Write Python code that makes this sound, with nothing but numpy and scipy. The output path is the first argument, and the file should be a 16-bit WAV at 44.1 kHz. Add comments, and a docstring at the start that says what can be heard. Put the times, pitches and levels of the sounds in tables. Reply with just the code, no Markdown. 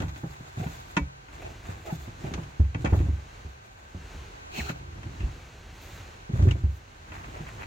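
"""Back of the cabin of a parked van: an upholstered folding bed is pushed flat.
Padded boards thud as damped bounces and knock as ringing modes; air modes of the cabin boom on after the thuds.
The steel hinge frame cracks, rings and ticks; cushions rub by stick-slip noise, and vinyl squeaks.
A palm swipes over ribbed cloth, the loaded frame grumbles, and shaped noise makes a faint outdoor hush
with a thin whine."""
import sys
import numpy as np
from scipy import signal
from scipy.fft import rfft, irfft
from scipy.io import wavfile
from scipy.ndimage import uniform_filter1d

SR = 44100
rng = np.random.default_rng(int(sys.argv[2]) if len(sys.argv) > 2 else 0)


def wav_record(signal):
    """Record a signal, one row per channel, as 16-bit PCM in the file named by sys.argv[1]."""
    frames = np.transpose(np.atleast_2d(signal))
    bounded = np.clip(frames, -1, 1)
    # unit amplitude maps onto the largest positive 16-bit level
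    quanta = np.round(bounded * 32767).astype(np.int16)
    wavfile.write(sys.argv[1], SR, quanta)


N = 337806
TIME = np.arange(N) / SR
AGE = TIME[:SR // 2]  # time since the start of a blow, s


def undb(db):
    """Level law: decibels to amplitude gain."""
    return 10 ** (np.asarray(db) / 20)


def unit(x):
    """Normalization to rms 1."""
    return x / np.sqrt(np.mean(x ** 2))


def crest(x, size=350):
    """Short-time normalization: the loudest 8 ms get rms 1."""
    return x / np.sqrt(uniform_filter1d(x ** 2, size).max())


def colour(x, points):
    """Linear filtering by a spectrum of (Hz, dB) points, joined on a logarithmic frequency axis."""
    hz, db = np.transpose(points)
    bins = np.maximum(np.fft.rfftfreq(len(x), 1 / SR), 1)
    gain = undb(np.interp(np.log(bins), np.log(hz), db))
    return irfft(rfft(x) * gain, len(x))


def fade(t60):
    """Exponential decay: a fall of 60 dB in t60 seconds."""
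    return np.exp(-np.log(1000) * AGE / t60)


def add(track, s, sound):
    """Superposition: mix a sound into the track at time s."""
    start = int(np.clip(s * SR, 0, N))
    track[start:start + len(sound)] += sound[:N - start]


def walk(rate, count=8192):
    """Random modulation: straight lines between normal random values, `rate` of them per second."""
    knots = rng.standard_normal(count)
    return np.interp(TIME * rate, np.arange(count), knots)


def ring(modes, scatter_db, detune):
    """Modal response, one row per mode; every blow meets the modes with its own strength, pitch and phase."""
    hz, db, t60 = np.transpose(modes)[:, :, None]
    size, shift, turn = rng.standard_normal((3, len(modes), 1))
    tone = np.sin(2 * np.pi * (hz * (1 + detune * shift) * AGE + turn))
    return undb(db + scatter_db * size) * fade(t60) * tone


def burst(points, t60, long_db=-60, long_t60=.2):
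    """Double decay: coloured noise in two parts, a short one and a longer one, which may be the stronger."""
    decay = fade(t60) + undb(long_db) * fade(long_t60)
    return crest(colour(rng.standard_normal(len(AGE)), points) * decay)


def grains(rate, spread_db):
    """Impulse noise: many tiny random pulses of uneven size, as in stick-slip friction."""
    slips = rng.random(N) < rate / SR
    size_db = spread_db * np.minimum(rng.exponential(size=N), 4)
    return slips * rng.standard_normal(N) * undb(size_db)


def swells(rows):
    """Gaussian envelope: a smooth rise and fall for each row of (middle s, length s, dB)."""
    return sum(undb(db) * np.exp(-2 * ((TIME - s) / length) ** 2) for s, length, db in rows)


def thud(hz, rise_cycles, sag):
    """Damped spring-mass bounce; the foam makes it swell first, and the pitch sags as it unloads."""
    cycles = hz * AGE
    rise = cycles / rise_cycles
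    swell = rise * np.exp(1 - rise)
    return swell * np.sin(2 * np.pi * (cycles + sag * (1 - np.exp(-cycles))))


# Padded boards bumping: start_s, level_db (relative), pitch_hz (where the thud settles),
# hardness_db (knock over thud, before the mix gains)
BUMPS = [(0.002, -30, 105, 4.5), (0.017, -25, 173, 0), (0.034, -28, 87, -7.5), (0.234, -28, 134, 0),
         (0.401, -40, 125, 0), (0.572, -30, 109.5, -4.5), (0.596, -26.5, 153, -13), (0.613, -31, 109, -7),
         (0.66, -27, 135, -3), (0.967, -23, 152, -0.5), (1.008, -31.5, 61, -5), (1.686, -34, 92, 0.5),
         (1.924, -23, 154, -11), (2.076, -37, 104, -0.5), (2.24, -28.5, 141, -4), (2.266, -30, 116, -5),
         (2.315, -29, 157, -3), (2.342, -33, 92, 0), (2.377, -37.5, 152, 6.5), (2.596, -15, 77, -8.5),
         (2.748, -26, 105, -1.5), (2.844, -29, 75.4, 9.5), (2.871, -34, 70, 2), (2.921, -16, 80.3, -3.5),
         (2.932, -29.5, 110, 6.5), (2.974, -16.5, 94.6, -17), (2.999, -16.5, 82.5, -9.5),
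         (3.084, -24.5, 77.4, -7), (3.126, -29, 82.7, -14), (3.447, -37, 77.4, -5.5), (3.944, -36, 85, 0),
         (4.153, -42.5, 71, -2.5), (4.58, -33, 150, 4), (4.601, -33, 72.4, -21), (4.692, -30.5, 123, 1.5),
         (5.061, -36, 99, -5), (5.202, -29.5, 86.5, -6.5), (5.229, -26, 57, -9), (6.293, -26, 149, -5.5),
         (6.334, -20.5, 111, -14.5), (6.387, -20, 75, -6), (6.422, -14, 88, -12.5), (6.469, -12.5, 111, -8),
         (6.635, -19, 76.2, -11.5), (7.403, -34, 143, -5)]
# Ring of the bed boards: mode_hz, level_db (relative), t60_s
BOARD_MODES = [(134.4, -6.5, 0.71), (165.1, 2.5, 0.24), (208.4, 3, 0.084), (247.2, 5, 0.076),
               (301.6, -9.5, 0.29), (343.4, 2, 0.078), (392, -8, 0.16), (525.6, -16.5, 0.2)]
# Air modes of the cabin: mode_hz, gain_db (at resonance, before the boom gain), t60_s
CABIN_MODES = [(43.6, 15.5, 0.27), (67, 13, 0.27), (92.1, 9, 0.32), (121.3, 7, 0.43), (160, 3, 0.19)]
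# Spectrum of the rap: frequency_hz, level_db (relative)
RAP_COLOUR = [(250, -51), (450, 6), (800, 4.5), (1100, -3.5), (1800, -11), (4000, -70)]
# a cushion drops back once after each bump, softly and at its own pitch
REBOUND_S, REBOUND_HZ, REBOUND_DB = 0.05584, 73.1, -18
# harder contact strengthens the rap relative to the knock: dB per dB of hardness
RAP_PER_HARDNESS = 0.75


def bumps(knocks, thud_db=-2, knock_db=-3.5, rap_db=-14, boom_db=-3, contact_s=0.0027,
          small_db=-2, small_hz=115, small_hardness_db=4):
    """Impact and resonance: a soft thud, a board knock and a rebound; each thud excites the cabin air."""
    soft, hard = np.zeros((2, N))
    contact = 1 - np.exp(-AGE / contact_s)
    small = [(s, db + small_db, small_hz, small_hardness_db) for s, db in knocks]
    for s, db, hz, hardness in BUMPS + small:
        for delay, drop, pitch in (0, 0, hz), (REBOUND_S, REBOUND_DB, REBOUND_HZ):
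            add(soft, s + delay, undb(db + drop + thud_db) * thud(pitch, rise_cycles=0.82, sag=0.11))
        knock = db + hardness
        rap = knock + RAP_PER_HARDNESS * hardness
        board = crest(ring(BOARD_MODES, scatter_db=2, detune=.04).sum(0) * contact)
        add(hard, s, undb(knock + knock_db) * board)
        add(hard, s, undb(rap + rap_db) * contact * burst(RAP_COLOUR, t60=0.083, long_db=-7, long_t60=0.26))
    # dividing by half the decay's sum gives each air mode its listed gain at resonance
    air = sum(undb(db) * np.cos(2 * np.pi * hz * AGE) * fade(t60) * 2 / fade(t60).sum()
              for hz, db, t60 in CABIN_MODES)
    boom = undb(boom_db) * signal.fftconvolve(soft, air)[:N]
    return soft + hard + boom


# Hinge frame clicks: start_s, level_db (relative), brightness_db (edge over click, before the mix gains)
CLICKS = [(0.0024, -48.5, 15.5), (0.0203, -38.5, 0.5), (0.083, -54, 14), (0.092, -51.5, 9),
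          (0.1595, -45, 0), (0.6674, -40, -11), (0.9668, -19.5, -6), (0.9726, -23, -5.5),
          (1.284, -45.5, -25), (2.3382, -45.5, 17), (2.435, -53, 9), (2.746, -28.5, -13),
          (2.8475, -33, 0.5), (2.8578, -26, -10), (2.8738, -41, -1), (2.9374, -46, -5), (3.001, -50, -4),
          (4.6931, -31, -4), (5.031, -41, -3), (5.2043, -41.5, -2), (6.4238, -49, 10.5), (6.5105, -32, 0),
          (7.1194, -35.5, -16), (7.1453, -44, -12), (7.2413, -40, -15), (7.468, -39, -22),
          (7.6001, -41, -6), (7.6303, -34.5, -7)]
# Ring of the steel frame: mode_hz, level_db (relative within the low or the upper modes), t60_s
FRAME_MODES = [(285.4, 2, 0.16), (882, -6, 0.089), (924, 1.5, 0.088), (1011, -0.5, 0.079),
               (1448, 1.5, 0.067), (1777, -3, 0.062), (1953, -4, 0.081), (2060, 1, 0.03), (2277, -8, 0.15),
               (2483, -1, 0.05), (2680, 0.5, 0.025), (2635, -8, 0.093), (3180, -4, 0.048),
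               (3270, -42.5, 0.028), (6640, -20.5, 0.054)]
# A hinge spring singing briefly: start_s, pitch_hz, level_db, t60_s
PINGS = [(5.203, 2715, -51.5, 0.2), (6.454, 358.7, -30, 0.11), (6.509, 2840, -34, 0.029)]
# Spectra of the crack and of its bright edge: frequency_hz, level_db (relative)
CRACK_COLOUR = [(600, 18.5), (1400, 15), (2700, -18), (3400, -20.5), (5000, -11), (9000, -56.5)]
EDGE_COLOUR = [(2500, 10), (4000, 5), (5200, -1.5), (6500, 4.5), (8000, -6.5), (11000, -23), (15000, -38)]
# the tubes (low modes) ring freely while the backrest stands; once it has folded, the cushion damps them
FOLDED_S, DAMPED_DB = 1.8, -9.5


def hinge(ticks, upper_db=-10, tube_db=-7, crack_db=-10, edge_db=-8, split_hz=1650,
          tick_db=-4, tick_brightness_db=-7):
    """Impulsive excitation of modes: steel links slip into place with a bright crack and the frame rings."""
    out = np.zeros(N)
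    low = np.array(FRAME_MODES)[:, 0] < split_hz
    # the link scrapes for a moment before it seats
    contact = 1 - np.exp(-AGE / .001)
    for s, hz, db, t60 in PINGS:
        # neighbouring coils ring at close pitches and beat
        coils = ring([(hz, 0, t60)] * 6, scatter_db=1, detune=.035).sum(0)
        add(out, s, undb(db) * contact * crest(coils))
    faint = [(s, db + tick_db, tick_brightness_db) for s, db in ticks]
    for s, db, brightness in CLICKS + faint:
        tube = db + DAMPED_DB * (s > FOLDED_S)
        modes = contact * ring(FRAME_MODES, scatter_db=1.5, detune=.003)
        add(out, s, undb(tube + tube_db) * crest(modes[low].sum(0)))
        add(out, s, undb(db + upper_db) * crest(modes[~low].sum(0)))
        add(out, s, undb(db + crack_db) * contact * burst(CRACK_COLOUR, t60=0.075))
        edge = burst(EDGE_COLOUR, t60=0.028, long_db=13.5, long_t60=0.074)
        add(out, s, undb(db + brightness + edge_db) * edge)
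    return out


# heavy knocks shake the loose links: rattles fall within RATTLE_S, RATTLE_DB from the knock before the tick gain
RATTLE_ABOVE_DB, RATTLE_S, RATTLE_DB = -26.5, .06, -21
# blows with no more hardness than this land on padding and shake nothing
PADDED_DB = -9.5


def rattles(count=3):
    """Secondary impacts: loose links chatter after each heavy, hard knock; rows of (s, dB)."""
    chance = rng.random((len(BUMPS), count))
    heavy = [(s, db + hardness, lates) for (s, db, hz, hardness), lates in zip(BUMPS, chance)
             if db + hardness > RATTLE_ABOVE_DB and hardness > PADDED_DB]
    return [(s + RATTLE_S * late, knock + RATTLE_DB) for s, knock, lates in heavy for late in lates]


# Vinyl squeaking as it lets go: middle_s, length_s, level_db (fundamental, before flutter),
# pitch_hz (at the middle), glide_hz_per_s
SQUEAKS = [(0.634, 0.044, -46, 730, 597), (1.891, .016, -37.5, 638, 5), (1.918, .03, -41.5, 830, -4500)]


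def squeaks(rough=0.073, overtone_db=-11, flutter_db=3):
    """Periodic stick-slip: vinyl catches fast enough to give a rough gliding tone with weak overtones."""
    out = np.zeros(N)
    for s, length, level, hz, glide in SQUEAKS:
        pitch = (hz + glide * np.clip(TIME - s, -length, length)) * (1 + rough * walk(700))
        phase = 2 * np.pi * np.cumsum(pitch) / SR
        tone = sum(undb(overtone_db * k) * np.sin((k + 1) * phase) for k in range(3))
        out += swells([(s, length, level)]) * tone
    return out * undb(flutter_db * walk(110))


# Cushion edges creaking, and a hand smoothing the cover down: middle_s, length_s, level_db (before the flicker)
CREAKS = [(0.635, 0.053, -50), (1.462, 0.077, -50.5), (1.89, 0.05, -49), (2.39, 0.014, -52),
          (2.282, 0.074, -49.5), (4.763, 0.021, -52), (4.839, 0.0085, -64), (7.376, 0.064, -53.5),
          (7.62, 0.037, -52.5)]
RUBS = [(1.36, 0.066, -62.5), (1.77, 0.11, -69), (7.165, 0.11, -58), (7.38, 0.065, -58),
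        (7.5, 0.048, -58.5), (7.62, 0.04, -50)]
# Short swells of hiss and very high, thin noise: middle_s, length_s, level_db (before flicker and mix gain)
HISS_SWELLS = [(0.1, 0.33, -73.5), (0.76, 0.22, -66.5), (1.95, 0.14, -64), (2.96, 0.043, -61),
               (3.53, 0.072, -77), (5.884, 0.16, -63), (6.748, 0.066, -70.5)]
# Spectra of the creak, the rub, the hiss and the thin top band: frequency_hz, level_db (relative)
CREAK_COLOUR = [(220, -21), (360, 3), (520, -6), (640, 0), (820, -3.5), (1100, -30), (2500, -11.5),
                (6000, -43)]
RUB_COLOUR = [(300, -2), (450, -7.5), (780, 5.5), (1250, 4), (1900, 4), (2700, 1), (3400, -14), (4500, -25)]
HISS_COLOUR = [(2600, -68), (3400, 7.5), (4150, 2), (4900, -1.5), (5800, -2.5), (6600, 4), (7400, 3.5),
               (8400, -10), (9600, -5.5), (11000, -28), (13000, -37)]
TOP_COLOUR = [(9000, -11), (11000, -12), (12500, -1), (15500, -4)]


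def cushions(sliding, rub_db=5, top_db=-9, drag_db=3, swell_top_db=1, flicker_db=3.0):
    """Dry friction: cushion edges stick and slip, with a fine hiss and a thin top band of noise."""
    creak = unit(colour(grains(rate=900, spread_db=1), CREAK_COLOUR))
    rub = unit(colour(grains(rate=1300, spread_db=2), RUB_COLOUR))
    hiss = unit(colour(grains(rate=15000, spread_db=2), HISS_COLOUR))
    top = unit(colour(grains(rate=11000, spread_db=3), TOP_COLOUR))
    out = sliding * (undb(drag_db) * creak + undb(rub_db) * rub + hiss + undb(top_db) * top)
    out += swells(CREAKS) * creak + swells(RUBS) * rub
    out += swells(HISS_SWELLS) * (undb(swell_top_db) * top + hiss)
    return out * undb(flicker_db * walk(45))


# Envelope of the hand swiping over the cover: time_s, level_db (scrape, before the flicker)
SWIPE = [(4.50, -82), (4.535, -49.5), (4.585, -37.5), (4.63, -44.5), (4.67, -44), (4.706, -43),
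         (4.735, -60.5), (4.80, -60)]
# Weave ribs passing under the hand: time_s, ribs_per_s (before the uneven spacing)
RIBS = [(4.55, 2600), (4.595, 2400), (4.62, 1500), (4.70, 1400)]
# Spectrum of the scrape: frequency_hz, level_db (relative)
SWIPE_COLOUR = [(240, -10.5), (400, -2.5), (520, -28), (720, -8.5), (1000, -20.5), (1400, -24.5),
                (2100, -17), (2600, -7.5), (3500, -21), (4210, -11), (4800, -25), (6790, -18),
                (10300, -38.5), (13000, -29.5), (15800, -29)]


def swipe(flicker_db=0.5, zip_db=-5):
    """Periodic excitation: a palm crosses a ribbed weave; the zipping pitch falls as the hand slows."""
    s, db = np.transpose(SWIPE)
    spacing = 1 + .12 * walk(900)
    rib_rate = np.interp(TIME, *np.transpose(RIBS)) / spacing
    phase = 2 * np.pi * np.cumsum(rib_rate) / SR
    zipping = undb(zip_db) * unit(np.sin(phase) * undb(6.3 * walk(120)))
    scrape = unit(colour(grains(rate=15000, spread_db=1.2), SWIPE_COLOUR))
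    envelope = np.interp(TIME, s, undb(db), left=0, right=0)
    return envelope * undb(flicker_db * walk(70)) * (scrape + zipping)


# Pushes that move the bed: start_s, end_s, load_db (on the frame), sliding_db (of the covers),
# both before the mix gains of what they drive
PUSHES = [(0, .2, -46, -63), (0.29, 0.575, -64, -67), (0.567, 0.97, -54.5, -65), (1.31, 1.52, -47.5, -64),
          (1.64, 2.04, -47.5, -63), (2.192, 2.438, -42, -65.5), (2.79, 3.035, -34.5, -61.5),
          (3.625, 3.88, -58.5, -69), (4.784, 5.3, -43.5, -78.5), (6.336, 6.49, -30, -59),
          (7.08, 7.66, -44.5, -66.5)]
# length of the ramp centred on the start; time constant of the letting go
ATTACK_S, RELEASE_S = 0.051, .085


def effort():
    """Force envelopes: load and sliding as gains; each push builds up, holds and lets go."""
    load, sliding = np.zeros((2, N))
    for start, end, load_db, slide_db in PUSHES:
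        build = np.clip((TIME - start) / ATTACK_S + .5, 0, 1)
        shape = build * np.exp(-np.maximum(TIME - end, 0) / RELEASE_S)
        load = load + undb(load_db) * shape
        sliding = sliding + undb(slide_db) * shape
    return load, sliding


# candidate moments for small random knocks and ticks; those under too little load stay silent
KNOCKS_PER_S, TICKS_PER_S = 9, 5


def settling(load, rate, spread_db):
    """Random stress release: one moment per 1/rate s at which a loaded frame gives; rows of (s, dB)."""
    chance = rng.random((128, 2))
    times = (np.arange(len(chance)) + chance[:, 0]) / rate
    rows = [(s, 20 * np.log10(load[int(s * SR)] + 1e-9) + spread_db * (size - 1))
            for s, size in zip(times, chance[:, 1]) if s < TIME[-1]]
    return [(s, db) for s, db in rows if db > -60]


# Spectrum of the shuddering frame: frequency_hz, level_db (relative)
RUMBLE_COLOUR = [(20, -26), (35, -14), (55, 8.5), (100, 6), (160, -4.5), (250, -11), (340, -6.5),
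                 (520, -29), (900, -70.5)]


def grumble(load, db=-1):
    """Forced vibration: the loaded frame shudders on the van floor, as low noise that follows the load."""
    return undb(db) * load * unit(colour(rng.standard_normal(N), RUMBLE_COLOUR))


# Spectrum of the outdoor hush inside the cabin: frequency_hz, level_db (relative)
HUSH_COLOUR = [(20, -29), (38, 10.5), (60, 12), (100, 8), (200, -6), (420, -6), (560, -9), (780, -9.5),
               (1250, -11.5), (1900, -12), (2700, -12.5), (3500, -18), (4150, -17), (5000, -23.5),
               (6600, -19), (8400, -30.5), (11000, -37.5), (15500, -36.5)]


def hush(db=-50, drift_db=3.4):
    """Broadband ambient noise: a soft outdoor hush drifts in through the open door."""
    return undb(db + drift_db * walk(2.667)) * unit(colour(rng.standard_normal(N), HUSH_COLOUR))


# Faint whine in the background: pitch_hz, level_db (rms, before the wavering)
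WHINE = [(770, -74), (1535, -69.5), (1595, -74), (2245, -80)]


def whine():
    """Narrow-band modulation: thin tones behind the hush waver slightly in level and phase."""
    return sum(undb(db + 1.5 * walk(14)) * np.sqrt(2) * np.sin(2 * np.pi * hz * TIME + 1.3 * walk(20))
               for hz, db in WHINE)


def ports(source, width):
    """Diffuse-field decorrelation: bass reaches both ports alike; higher up, reflections make them differ."""
    # the pressure difference between the ports is a quarter cycle out of step with the pressure
    mid = source()
    side = colour(signal.hilbert(source()).imag, width)
    return np.array([mid + side, mid - side])


# Side against mid, for the diffuse sounds and for the blows: frequency_hz, gain_db
DIFFUSE_WIDTH = [(80, -22.5), (230, -9), (450, -1), (950, 8), (1400, 5.5), (2400, -0.5)]
BLOW_WIDTH = [(180, -21.5), (450, -4.5), (700, 0.5), (950, -3), (1350, 6), (2200, 1)]
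# Left against right: frequency_hz, difference_db
LEAN = [(60, -0.5), (110, -1), (200, 0.5), (380, -4), (700, -1.5), (1290, 1), (2380, 2), (4400, -4.5),
        (8120, 0.5), (15000, 3)]


def scene():
    """Direct and diffuse sound: blows arrive mostly straight from the bed, rubbing and hush from all around."""
    load, sliding = effort()
    diffuse = ports(lambda: cushions(sliding) + grumble(load) + swipe() + hush() + whine(), DIFFUSE_WIDTH)
    knocks = settling(load, KNOCKS_PER_S, spread_db=5)
    ticks = settling(load, TICKS_PER_S, spread_db=5.5)
    blows = ports(lambda: bumps(knocks) + hinge(ticks + rattles()) + squeaks(), BLOW_WIDTH)
    # each side takes half of the left-right difference
    return np.array([colour(x, [(hz, sign * db / 2) for hz, db in LEAN])
                     for x, sign in zip(blows + diffuse, (1, -1))])


TOP_HZ = 15900


def record(dry):
    """Band limiting: a steep elliptic low-pass cuts the treble above TOP_HZ."""
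    return signal.sosfilt(signal.ellip(10, .2, 80, TOP_HZ, fs=SR, output="sos"), dry)


dry = scene()
out = record(dry)
wav_record(out)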